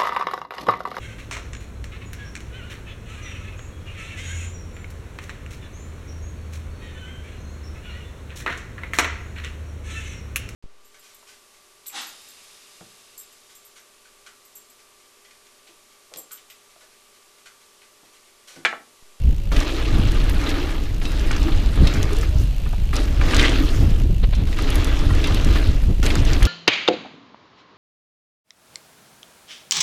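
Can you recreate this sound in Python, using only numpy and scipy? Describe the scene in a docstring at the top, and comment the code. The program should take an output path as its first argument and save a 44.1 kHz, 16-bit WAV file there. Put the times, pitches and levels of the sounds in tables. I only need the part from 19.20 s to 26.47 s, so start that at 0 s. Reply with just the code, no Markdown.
"""Mountain bike on a dirt jump trail

Heard from the rider's chest in a wood, the tyres crunch and hum while they touch the ground, skid
once and flick stones at the frame. Landings and jolts excite the damped modes of chain and frame.
In the air the tyre sounds die away, leaving the ticking freewheel and a thin hiss.
Turbulent wind buffets the microphone throughout."""
import sys
import numpy as np
from scipy import signal
from scipy.fft import rfft, irfft, next_fast_len
from scipy.io import wavfile
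from scipy.ndimage import uniform_filter1d, map_coordinates

SR = 44100
rng = np.random.default_rng(int(sys.argv[2]) if len(sys.argv) > 2 else 0)


def inscribe(sig):
    """Save sig as 16-bit PCM at rate SR to the path in sys.argv[1].

    A 1-D sig is mono; a 2-D sig holds one channel per row.
    Samples are clipped to [-1, 1] before scaling.
    """
    pcm = np.round(np.clip(np.atleast_2d(sig).T, -1, 1) * 32767)
    wavfile.write(sys.argv[1], SR, pcm.astype(np.int16))


N = 320607
TIME = np.arange(N) / SR
CUTOFF_HZ = 15300


def from_db(db):
    """Amplitude ratio of a level in decibels."""
    return 10 ** (np.asarray(db) / 20)


def rms_one(x):
    """Normalisation to unit rms."""
    return x / np.sqrt(np.mean(x ** 2) + 1e-20)


def in_time(rows):
    """Linear interpolation of (time [s], value) rows at every sample."""
    return np.interp(TIME, *np.transpose(rows))


def swells(rows):
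    """Sum of Gaussian envelopes, given as (time [s], level [dB], half length [s])."""
    return sum(from_db(db) * np.exp(-((TIME - s) / half) ** 2) for s, db, half in rows)


def decay(t, t60):
    """Exponential damping: the amplitude falls 60 dB in t60 seconds."""
    return np.exp(-np.log(1000) * t / t60)


def add(track, s, sound):
    """Superposition of a short sound on a track at time s."""
    start = max(int(s * SR), 0)
    track[start:start + len(sound)] += sound[:max(N - start, 0)]


def drift(per_s):
    """Smooth random modulation through per_s values a second; rms 1."""
    knots = rng.standard_normal(N // 20)
    return rms_one(map_coordinates(knots, [TIME * per_s + 10], order=2))


def rough_tone(phase, width_hz):
    """Narrow-band noise: two carriers in quadrature, each randomly modulated."""
    return drift(width_hz) * np.cos(phase) + drift(width_hz) * np.sin(phase)


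def coloured(x, spectrum):
    """Minimum-phase filtering by a (frequency [Hz], level [dB]) curve; rms 1."""
    size = next_fast_len(N + SR, real=True)
    hz, db = np.transpose(spectrum)
    log_f = np.log(np.arange(size // 2 + 1) * SR / size + 1)
    edges = np.log(np.r_[hz[0] / 2, hz, hz[-1] * 2])
    response_db = np.interp(log_f, edges, np.r_[db[0] - 20, db, db[-1] - 20])
    cepstrum = irfft(np.log(from_db(response_db)), size)
    cepstrum[1:size // 2] *= 2   # folding the cepstrum makes the filter causal
    cepstrum[size // 2 + 1:] = 0
    return rms_one(irfft(rfft(x, size) * np.exp(rfft(cepstrum)), size)[:N])


def noise(spectrum, envelope=1):
    """Source and filter: white noise under an envelope, shaped by a spectrum; rms 1."""
    return coloured(rng.standard_normal(N) * envelope, spectrum)


def steadied(x, span_s):
    """Division by the running rms: slow power changes go, faster fluctuations stay."""
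    size = max(int(span_s * SR), 2)
    return x / np.sqrt(uniform_filter1d(uniform_filter1d(x * x, size), size) + 1e-9)


# wind strength, growing with speed: (time [s], relative level [dB])
WIND_STRENGTH = [(0, 0), (.05, 5), (.22, -5.5), (.39, 3), (.44, -9), (.6, -4.5), (.74, 3), (1.05, 0),
                 (1.3, -5), (1.95, -1), (2.35, 1), (3.0, -1.5), (3.9, -1), (4.1, 1.5), (5.7, 0), (6.6, 2),
                 (7.27, 2)]
# gusts: (time [s], roar level [dB], half length [s])
GUSTS = [(.08, -28, 0.06), (.79, -21.5, 0.11), (2.625, -10.5, 0.031), (2.78, -21, 0.075),
         (3.18, -22, 0.057), (4.05, -27.5, 0.035), (4.63, -17.5, .07), (4.87, -22.5, 0.094),
         (5.23, -25, 0.064), (5.9, -18, 0.07), (6.14, -21, .04), (6.29, -20.5, 0.064), (6.5, -19.5, 0.031),
         (6.7, -17.5, 0.03), (7.0, -18.5, 0.031)]
# spectra of the eddies, the roar and a gust's thump: (frequency [Hz], relative level [dB])
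EDDY_SPECTRUM = [(8, -20.5), (18, 5.5), (30, 2), (50, 0.5), (80, -9), (130, -23), (300, -56.5)]
ROAR_SPECTRUM = [(45, -14.5), (90, 0), (130, -3.5), (200, -10.5), (300, -17.5), (500, -27.5), (1000, -42),
                 (3000, -64.5)]
THUMP_SPECTRUM = [(30, -19), (55, 3.5), (75, 3), (110, -1), (170, -36), (600, -64)]

def wind(flutter_db, lumpy_db):
    """Turbulent pressure: large eddies buffet the microphone; gusts add a thump and fluttering roar."""
    flow = from_db(in_time(WIND_STRENGTH) + lumpy_db * drift(20))
    gusts = swells(GUSTS)
    eddies = steadied(noise(EDDY_SPECTRUM), 0.085)
    roar = steadied(noise(ROAR_SPECTRUM, from_db(flutter_db * drift(60))), 0.07)
    thump = steadied(noise(THUMP_SPECTRUM), 0.05)
    roar_gain = np.hypot(from_db(-29.5) * flow, gusts)
    return from_db(-16) * flow * eddies + roar_gain * roar + from_db(1.5) * gusts * thump


# spectrum of a pawl click: (frequency [Hz], relative level [dB])
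PAWL_SPECTRUM = [(1200, 0), (2800, 10), (4200, -4), (6500, 1.5), (9000, -8), (14500, -4)]

def freewheel(clicks_per_s, decay_s):
    """Periodic impacts: the pawls drop over each tooth of the hub."""
    since_click = TIME % (1 / clicks_per_s)
    clicks = np.exp(-since_click / decay_s) * from_db(1.8 * drift(45))
    return from_db(-50.5) * noise(PAWL_SPECTRUM, clicks)


# hiss of the air: (time [s], level [dB])
HISS_LEVEL = [(0, -48), (3.4, -43), (4.9, -46), (7.27, -44)]
# its spectrum: (frequency [Hz], relative level [dB])
HISS_SPECTRUM = [(300, 10), (600, 6), (1100, -1.5), (1900, -4), (2300, -2.5), (2750, 3.5), (3300, -1),
                 (4200, -0.5), (5200, -8.5), (6800, -10), (9000, -13.5), (15000, -18.5)]

def air_hiss():
    """Flow noise: air streams past the spokes."""
    return from_db(in_time(HISS_LEVEL)) * noise(HISS_SPECTRUM)


# short tyre growls and hums: (time [s], pitch [Hz], level [dB], half length [s])
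BRIEF_HUMS = [(0.243, 556, -49, 0.034), (2.838, 420, -37, 0.061), (2.929, 409.6, -27, 0.015),
              (2.999, 458, -32.5, 0.018), (3.144, 610, -40, 0.031)]

def brief_hums():
    """Random phase modulation: short tyre growls and hums waver, pitched above the tread hum."""
    return sum(np.sqrt(2) * swells([(s, db, half)]) * np.sin(2 * np.pi * hz * TIME + 0.5 * drift(33))
               for s, hz, db, half in BRIEF_HUMS)


# knocks of chain and frame: (time [s], relative level [dB], centre frequency [Hz])
KNOCKS = [(0.317, -25, 1520), (0.364, -17, 2900), (1.815, -25, 2105), (1.854, -23, 3490),
          (1.916, -26.5, 1470), (2.11, -14.5, 1580), (2.129, -20, 2410), (2.163, -23.5, 1670),
          (2.281, -20, 1060), (2.672, -15, 3460), (3.03, -22, 1600), (3.461, -28, 1360), (3.531, -24, 880),
          (3.731, -19, 1480), (3.878, -26, 2220), (4.012, -15.5, 1580), (4.136, -11.5, 1704),
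          (4.195, -7.5, 2560), (4.213, -15, 3000), (4.251, -10.5, 2150), (5.151, -26.5, 3770),
          (5.328, -25.5, 2520), (5.370, -26, 2980), (5.388, -17.5, 1643), (5.905, -19, 1260),
          (6.041, -13.5, 2880), (6.358, -17, 1310), (6.829, -16.5, 1800), (6.865, -16.5, 2500),
          (6.903, -16.5, 2750), (6.955, -20.5, 1315), (7.223, -16, 1570)]

def knocks(level_db, log_spread, rattle, mode_count, t60):
    """Impact excitation: a cluster of damped modes, and a rattle that dies with them."""
    out, t = np.zeros(N), TIME[:SR // 6]
    for s, db, hz in KNOCKS:
        detune, phase = rng.random((2, mode_count, 1))
        offset = 2 * (np.arange(mode_count)[:, None] + detune) / mode_count - 1   # -1 to 1
        mode_hz = hz * np.exp(log_spread * offset)
        modes = np.cos(offset * np.pi / 2) * np.sin(2 * np.pi * (mode_hz * t + phase))
        band = signal.butter(2, [hz / 2, min(hz * 2, CUTOFF_HZ)], "band", fs=SR, output="sos")
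        chatter = signal.sosfilt(band, rng.standard_normal(len(t)))
        clack = rms_one(rms_one(modes.sum(0)) + rattle * rms_one(chatter))
        add(out, s, from_db(db + level_db) * clack * decay(t, t60))
    return out


# wheel and frame resonances: (frequency [Hz], bandwidth [Hz], gain [dB])
FRAME_MODES = [(790, 25, -4.5), (1210, 37, -9), (1670, 80, -9.5), (1940, 51, -25), (2750, 190, -13.5),
               (3220, 330, -25)]

def frame(shaking):
    """Forced vibration: wheels and frame add their resonances to whatever shakes them."""
    out = shaking
    for hz, width_hz, db in FRAME_MODES:
        r = np.exp(-np.pi * width_hz / SR)
        poles = [1, -2 * r * np.cos(2 * np.pi * hz / SR), r * r]
        out = out + from_db(db) * (1 - r * r) / 2 * signal.lfilter([1, 0, -1], poles, shaking)
    return out


# tyre bite, one curve per stretch from touchdown to lift: (time [s], level re ordinary rolling [dB])
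BITE = [
    [(0.319, -0.5), (0.41, 2.5), (0.6, 0), (1.15, -2), (1.3, 3), (1.5, -2.5), (1.78, -15)],
    [(1.82, -7), (2.05, -3), (2.25, -1.5), (2.5, -6.5), (2.7, 1.5), (3.03, -5), (3.11, -13), (3.24, -14)],
    [(3.735, -0.5), (3.8, 2.5), (3.87, -10), (3.99, -6.5), (4.035, 2.5), (4.245, 17.5), (4.32, 7.5),
     (4.46, -0.5), (4.82, -11)],
    [(5.27, -10.5), (5.36, -8), (5.39, 0.5), (5.58, 3.5), (5.88, -2.5), (6.08, 4), (6.27, 0.5), (6.37, 4),
     (6.72, -16.5)],
    [(6.83, 3.5), (6.92, 3.5), (7.04, -0.5), (7.11, 4.5), (7.2, 0), (7.27, 6.5)],
]

def contact(touch_s, lift_s):
    """Contact loading: the bite's gain ramps up at touchdown and decays as the wheels lift."""
    bite = 0
    for stretch in BITE:
        touchdown, lift = stretch[0][0], stretch[-1][0]
        onset = np.clip((TIME - touchdown) / touch_s + 1, 0, 1)
        release = np.exp(-np.maximum(TIME - lift, 0) / lift_s)
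        bite = bite + onset * release * from_db(in_time(stretch))
    return bite


def landings(decay_s):
    """Impact transients: a decaying jolt at each touchdown, as strong as the first bite."""
    touchdowns = [stretch[0] for stretch in BITE]
    return sum(from_db(db) * (TIME >= s) * np.exp(-np.abs(TIME - s) / decay_s) for s, db in touchdowns)


def fractures(per_s, spread_db, decay_s):
    """Shot noise: the power of random fractures, each sudden and dying quickly; mean 1."""
    sizes = from_db(spread_db * np.minimum(rng.exponential(1, N), 5))
    impulses = (rng.random(N) < per_s / SR) * sizes ** 2
    power = signal.lfilter([1], [1, -np.exp(-1 / (decay_s * SR))], impulses + 1e-12)
    return power / power.mean()


def crushed_dirt(per_s, spread_db, decay_s, clod_share, patchy_db):
    """Granular fracture: clods break across all bands at once, single grains each in one band."""
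    out, clods = 0, fractures(per_s, spread_db, decay_s)
    edges_hz = np.geomspace(350, 17000, 11)
    for low, high in zip(edges_hz, edges_hz[1:]):
        band = signal.butter(2, [low, high], "band", fs=SR, output="sos")
        hiss = signal.sosfilt(band, rng.standard_normal(N))
        power = clod_share * clods + (1 - clod_share) * fractures(per_s, spread_db, decay_s)
        out = out + hiss * np.sqrt(power) * from_db(patchy_db * drift(25))
    return out


def pebbles(per_s, spread_db, cycles, pitches):
    """Free vibration: pebbles squeezed from under the tread ring, falling 60 dB in `cycles`; rms 1."""
    sizes = from_db(spread_db * np.minimum(rng.exponential(1, N), 3)) * rng.choice([-1, 1], N)
    clicks = sizes * (rng.random(N) < per_s / SR)
    out, pitch_index = 0, rng.integers(0, pitches, N)
    for k, hz in enumerate(np.geomspace(1150, 4800, pitches)):
        w, r = 2 * np.pi * hz / SR, decay(1 / SR, cycles / hz)
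        strikes = clicks * (pitch_index == k) + 1e-18
        out = out + signal.lfilter([0, np.sin(w)], [1, -2 * r * np.cos(w), r * r], strikes)
    return rms_one(out)


# sliding of the rear tyre: (time [s], skid share of the crossfade [0-1])
SLIDE = [(4.0, 0.01), (4.14, 0.85), (4.3, 0.8), (4.45, 0), (4.6, 0.3)]
# spectra of dirt under a rolling and a sliding tyre: (frequency [Hz], relative level [dB])
ROLL_SPECTRUM = [(500, -28.5), (800, -1), (1020, 0), (1300, 1.5), (1550, -1), (2200, -0.5), (3500, -1),
                 (4200, -2.5), (5000, -10.5), (6800, -16.5), (10000, -40)]
SKID_SPECTRUM = [(500, -32), (1000, -18), (1400, 1.5), (1800, -0.5), (2000, 2.5), (2330, -3.5),
                 (2800, -1.5), (3600, -1), (4600, -9.5), (6500, -16.5), (10000, -30)]

def crunch(bite):
    """Crushing and friction: dirt breaks finely under a rolling tread, coarsely under a sliding one."""
    fine = crushed_dirt(per_s=740, spread_db=2, decay_s=0.00083, clod_share=0.76, patchy_db=2.5)
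    coarse = crushed_dirt(per_s=250, spread_db=3, decay_s=0.00098, clod_share=0.45, patchy_db=4)
    pops = from_db(-6.5) * pebbles(per_s=240, spread_db=0.5, cycles=78, pitches=24)
    rolling = from_db(-33.8) * (steadied(coloured(fine, ROLL_SPECTRUM), 0.1) + pops)
    sliding = from_db(-37) * steadied(coloured(coarse, SKID_SPECTRUM), 0.05)
    slide = in_time(SLIDE)
    return bite * (np.sqrt(1 - slide) * rolling + np.sqrt(slide) * sliding)


# sprays of loose dirt: (time [s], level [dB], half length [s])
SPRAYS = [(2.75, -46, .04), (3.03, -41.5, 0.019), (3.22, -45.5, .05), (4.57, -44, 0.11)]
# spectrum of flying grit: (frequency [Hz], relative level [dB])
GRIT_SPECTRUM = [(3000, -35), (5000, 7.5), (6600, 3), (8900, -1.5), (10800, -4), (12200, -5.5), (13100, -5),
                 (14200, -8), (15500, -17)]

def grit_spray(grip, jolt):
    """Many tiny impacts merge into a hiss: grit thrown up by rolling, landings and sprays."""
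    grit = crushed_dirt(per_s=990, spread_db=4, decay_s=0.001, clod_share=0.19, patchy_db=3.5)
    gain = np.hypot(from_db(-47.5) * grip ** 0.56, from_db(-42) * jolt + swells(SPRAYS))
    return from_db(1) * gain * steadied(coloured(grit, GRIT_SPECTRUM), 0.086)


# response of the tyre casing: (frequency [Hz], relative level [dB])
CASING_SPECTRUM = [(180, -7.5), (330, -1), (430, 1), (520, -4), (620, -2.5), (750, -10), (1100, -15.5),
                   (2000, -29.5)]

def casing_boom(grip, jolt):
    """Random excitation: the casing booms as it rolls and thumps when a landing squashes it."""
    gain = np.hypot(from_db(-36.5) * grip ** 0.88, from_db(-35.5) * jolt)
    return from_db(2.5) * gain * steadied(noise(CASING_SPECTRUM), 0.11)


# tread hum, following the wheel speed: (time [s], pitch [Hz])
TREAD_PITCH = [(.32, 282), (.55, 322), (.75, 298.8), (1.25, 288), (1.5, 316), (1.7, 282), (2.0, 308),
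               (2.2, 282), (2.35, 296), (2.6, 272), (3.0, 325), (3.75, 285), (4.25, 298), (5.85, 286),
               (6.3, 298), (6.9, 277), (7.27, 295)]
# added hum as the bike presses into a dip or bank: (time [s], level [dB], half length [s])
PRESSES = [(1.38, -28.5, 0.12), (2.28, -23.5, .05), (4.22, -31, 0.071), (4.42, -20.5, 0.042),
           (4.84, -30.5, 0.039), (6.97, -27, 0.053)]

def tread_hum(grip, width_hz, core_hz, core_share):
    """Quasi-periodic impacts: knobs drum on uneven ground, a rough tone with a steadier core."""
    phase = 2 * np.pi * np.cumsum(in_time(TREAD_PITCH)) / SR
    rough = np.sqrt(1 - core_share) * rough_tone(phase, width_hz)
    core = np.sqrt(core_share) * rough_tone(phase, core_hz)
    gain = np.hypot(from_db(-31.5) * grip ** 0.76, swells(PRESSES))
    return gain * steadied(rough + core, 0.067)


def tyres(bite, grip_limit_db):
    """Friction saturates: above the grip limit the tyre slides and only the crunch keeps growing."""
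    grip = bite / np.hypot(1, bite / from_db(grip_limit_db))
    jolt = landings(decay_s=0.13)
    return (crunch(bite) + grit_spray(grip, jolt) + casing_boom(grip, jolt)
            + tread_hum(grip, width_hz=115, core_hz=44.96, core_share=0.34))


def crackle(envelope, spectrum):
    """Source and filter: random signs under an envelope ring through a body, keeping their power."""
    return np.sqrt(np.mean(envelope ** 2)) * coloured(envelope * rng.choice([-1, 1], N), spectrum)


def small_stones(bite, per_s, scatter_db):
    """Poisson process: rows as in LARGE_STONES while the tyres are down, louder with the bite."""
    at = np.flatnonzero((rng.random(N) < per_s / SR) & (bite > 0.1))
    db = 20 * np.log10(bite[at]) * 0.56 + scatter_db * rng.standard_normal(len(at))
    return list(zip(at / SR, -26.5 + db, -37.5 + db))


# stones flicked at the bike: (time [s], relative snap level [dB], relative top level [dB])
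LARGE_STONES = [(0.4035, -21, -41), (0.918, -26, -31.5), (1.0962, -28, -23), (1.2913, -26, -28),
                (1.918, -29, -35), (1.9956, -25.5, -49), (2.1148, -20.5, -34), (2.1645, -24, -50),
                (2.23, -24.5, -40), (2.7383, -21, -37), (2.8291, -17.5, -27), (2.9317, -26, -31),
                (2.9865, -30, -30), (3.0125, -24, -36), (3.7567, -22, -29), (3.7644, -13.5, -35),
                (4.146, -14, -28), (4.2945, -18, -37), (5.422, -29, -28), (5.5026, -22, -24),
                (5.5558, -20, -21), (5.6451, -22.5, -24.5), (5.95, -29, -33), (6.0724, -23, -27),
                (6.1454, -22, -22.5), (6.8634, -17.5, -29), (6.9544, -17, -28), (7.051, -22, -33),
                (7.1328, -17, -44), (7.228, -17, -21.5), (7.253, -15.5, -23)]
# spectra of the snap and its bright top: (frequency [Hz], relative level [dB])
SNAP_SPECTRUM = [(1200, -14), (3000, -2.5), (4600, -0.5), (6200, -1.5), (7800, -5.5), (9000, -15),
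                 (12000, -37)]
TOP_SPECTRUM = [(7000, -8), (9000, -4), (9900, 1), (11800, -2), (13200, -9), (15500, -14)]

def stones(bite, snap_gain_db, top_gain_db, t60, bounce, bounce_s):
    """Impact and rebound: each stone snaps on metal and bounces once; sharp edges add a bright top."""
    snap, top, t = np.zeros(N), np.zeros(N), TIME[:SR // 15]
    for s, snap_db, top_db in LARGE_STONES + small_stones(bite, per_s=3.4, scatter_db=6.5):
        since_bounce = t - bounce_s * rng.uniform(0.5, 1.5)
        blow = decay(t, t60) + bounce * (since_bounce > 0) * decay(np.abs(since_bounce), t60)
        add(snap, s, from_db(snap_db + snap_gain_db) * blow)
        add(top, s, from_db(top_db + top_gain_db) * blow)
    return crackle(snap, SNAP_SPECTRUM) + crackle(top, TOP_SPECTRUM)


# light scuffs between the hard contacts: (time [s], level [dB], half length [s])
SCUFFS = [(1.271, -25.5, 0.0069), (5.041, -29, 0.0095), (5.136, -31.5, 0.01), (5.199, -40, 0.043),
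          (5.28, -38, 0.014)]
# their spectrum: (frequency [Hz], relative level [dB])
SCUFF_SPECTRUM = [(400, 9.5), (900, 2), (1800, -1.5), (3000, -0.5), (4000, 2.5), (5200, -17), (8000, -41)]

def scuffs():
    """Friction noise: soft, short scrapes swell and fade."""
    return swells(SCUFFS) * noise(SCUFF_SPECTRUM)


# hard jolts that ring a metal part: (time [s], level [dB])
PINGS = [(1.854, -35.5), (2.668, -30), (6.04, -40.5)]
# its modes: (frequency [Hz], relative level [dB], 60 dB decay time [s])
METAL_MODES = [(2680, -3, 0.24), (3800, -3.5, 0.39), (3875, -5, .3), (5010, -10, 0.38)]

def pings():
    """Modal ringing: a metal part vibrates freely after a jolt."""
    out, t = np.zeros(N), TIME[:SR // 2]
    ring = sum(from_db(db) * decay(t, t60) * np.sin(2 * np.pi * hz * t) for hz, db, t60 in METAL_MODES)
    for s, db in PINGS:
        add(out, s, from_db(db) * ring)
    return out


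# a faint whirr as the bike rolls on: (time [s], level [dB], half length [s])
WHIRR = [(5.72, -43.5, 0.18)]

def whirr(hz, width_hz):
    """Narrow-band noise, heard as a thin, high whirr that comes and goes."""
    return swells(WHIRR) * rough_tone(2 * np.pi * hz * TIME, width_hz)


def scene():
    """Superposition of bike and wind in one channel; tyres and knocks sound through the frame."""
    bite = contact(touch_s=0.003, lift_s=0.02715)
    shaking = tyres(bite, grip_limit_db=10)
    shaking += knocks(level_db=-4.5, log_spread=0.7, rattle=0.49, mode_count=9, t60=0.052)
    bike = from_db(-0.95) * frame(shaking) + pings()
    bike += stones(bite, snap_gain_db=-3, top_gain_db=-4.5, t60=0.015, bounce=0.15, bounce_s=0.0056)
    bike += scuffs() + whirr(hz=3400, width_hz=300) + brief_hums()
    bike += freewheel(clicks_per_s=55, decay_s=0.0025) + air_hiss()
    return (bike + wind(flutter_db=3.5, lumpy_db=1.5))[None]


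def record(dry):
    """Soft saturation rounds the loudest peaks; a steep low-pass filter cuts the highest treble."""
    rounded = dry / (1 + (dry / 0.92) ** 6) ** (1 / 6)
    return signal.sosfilt(signal.ellip(12, 0.1, 90, CUTOFF_HZ, fs=SR, output="sos"), rounded)


dry = scene()
out = record(dry)
inscribe(out)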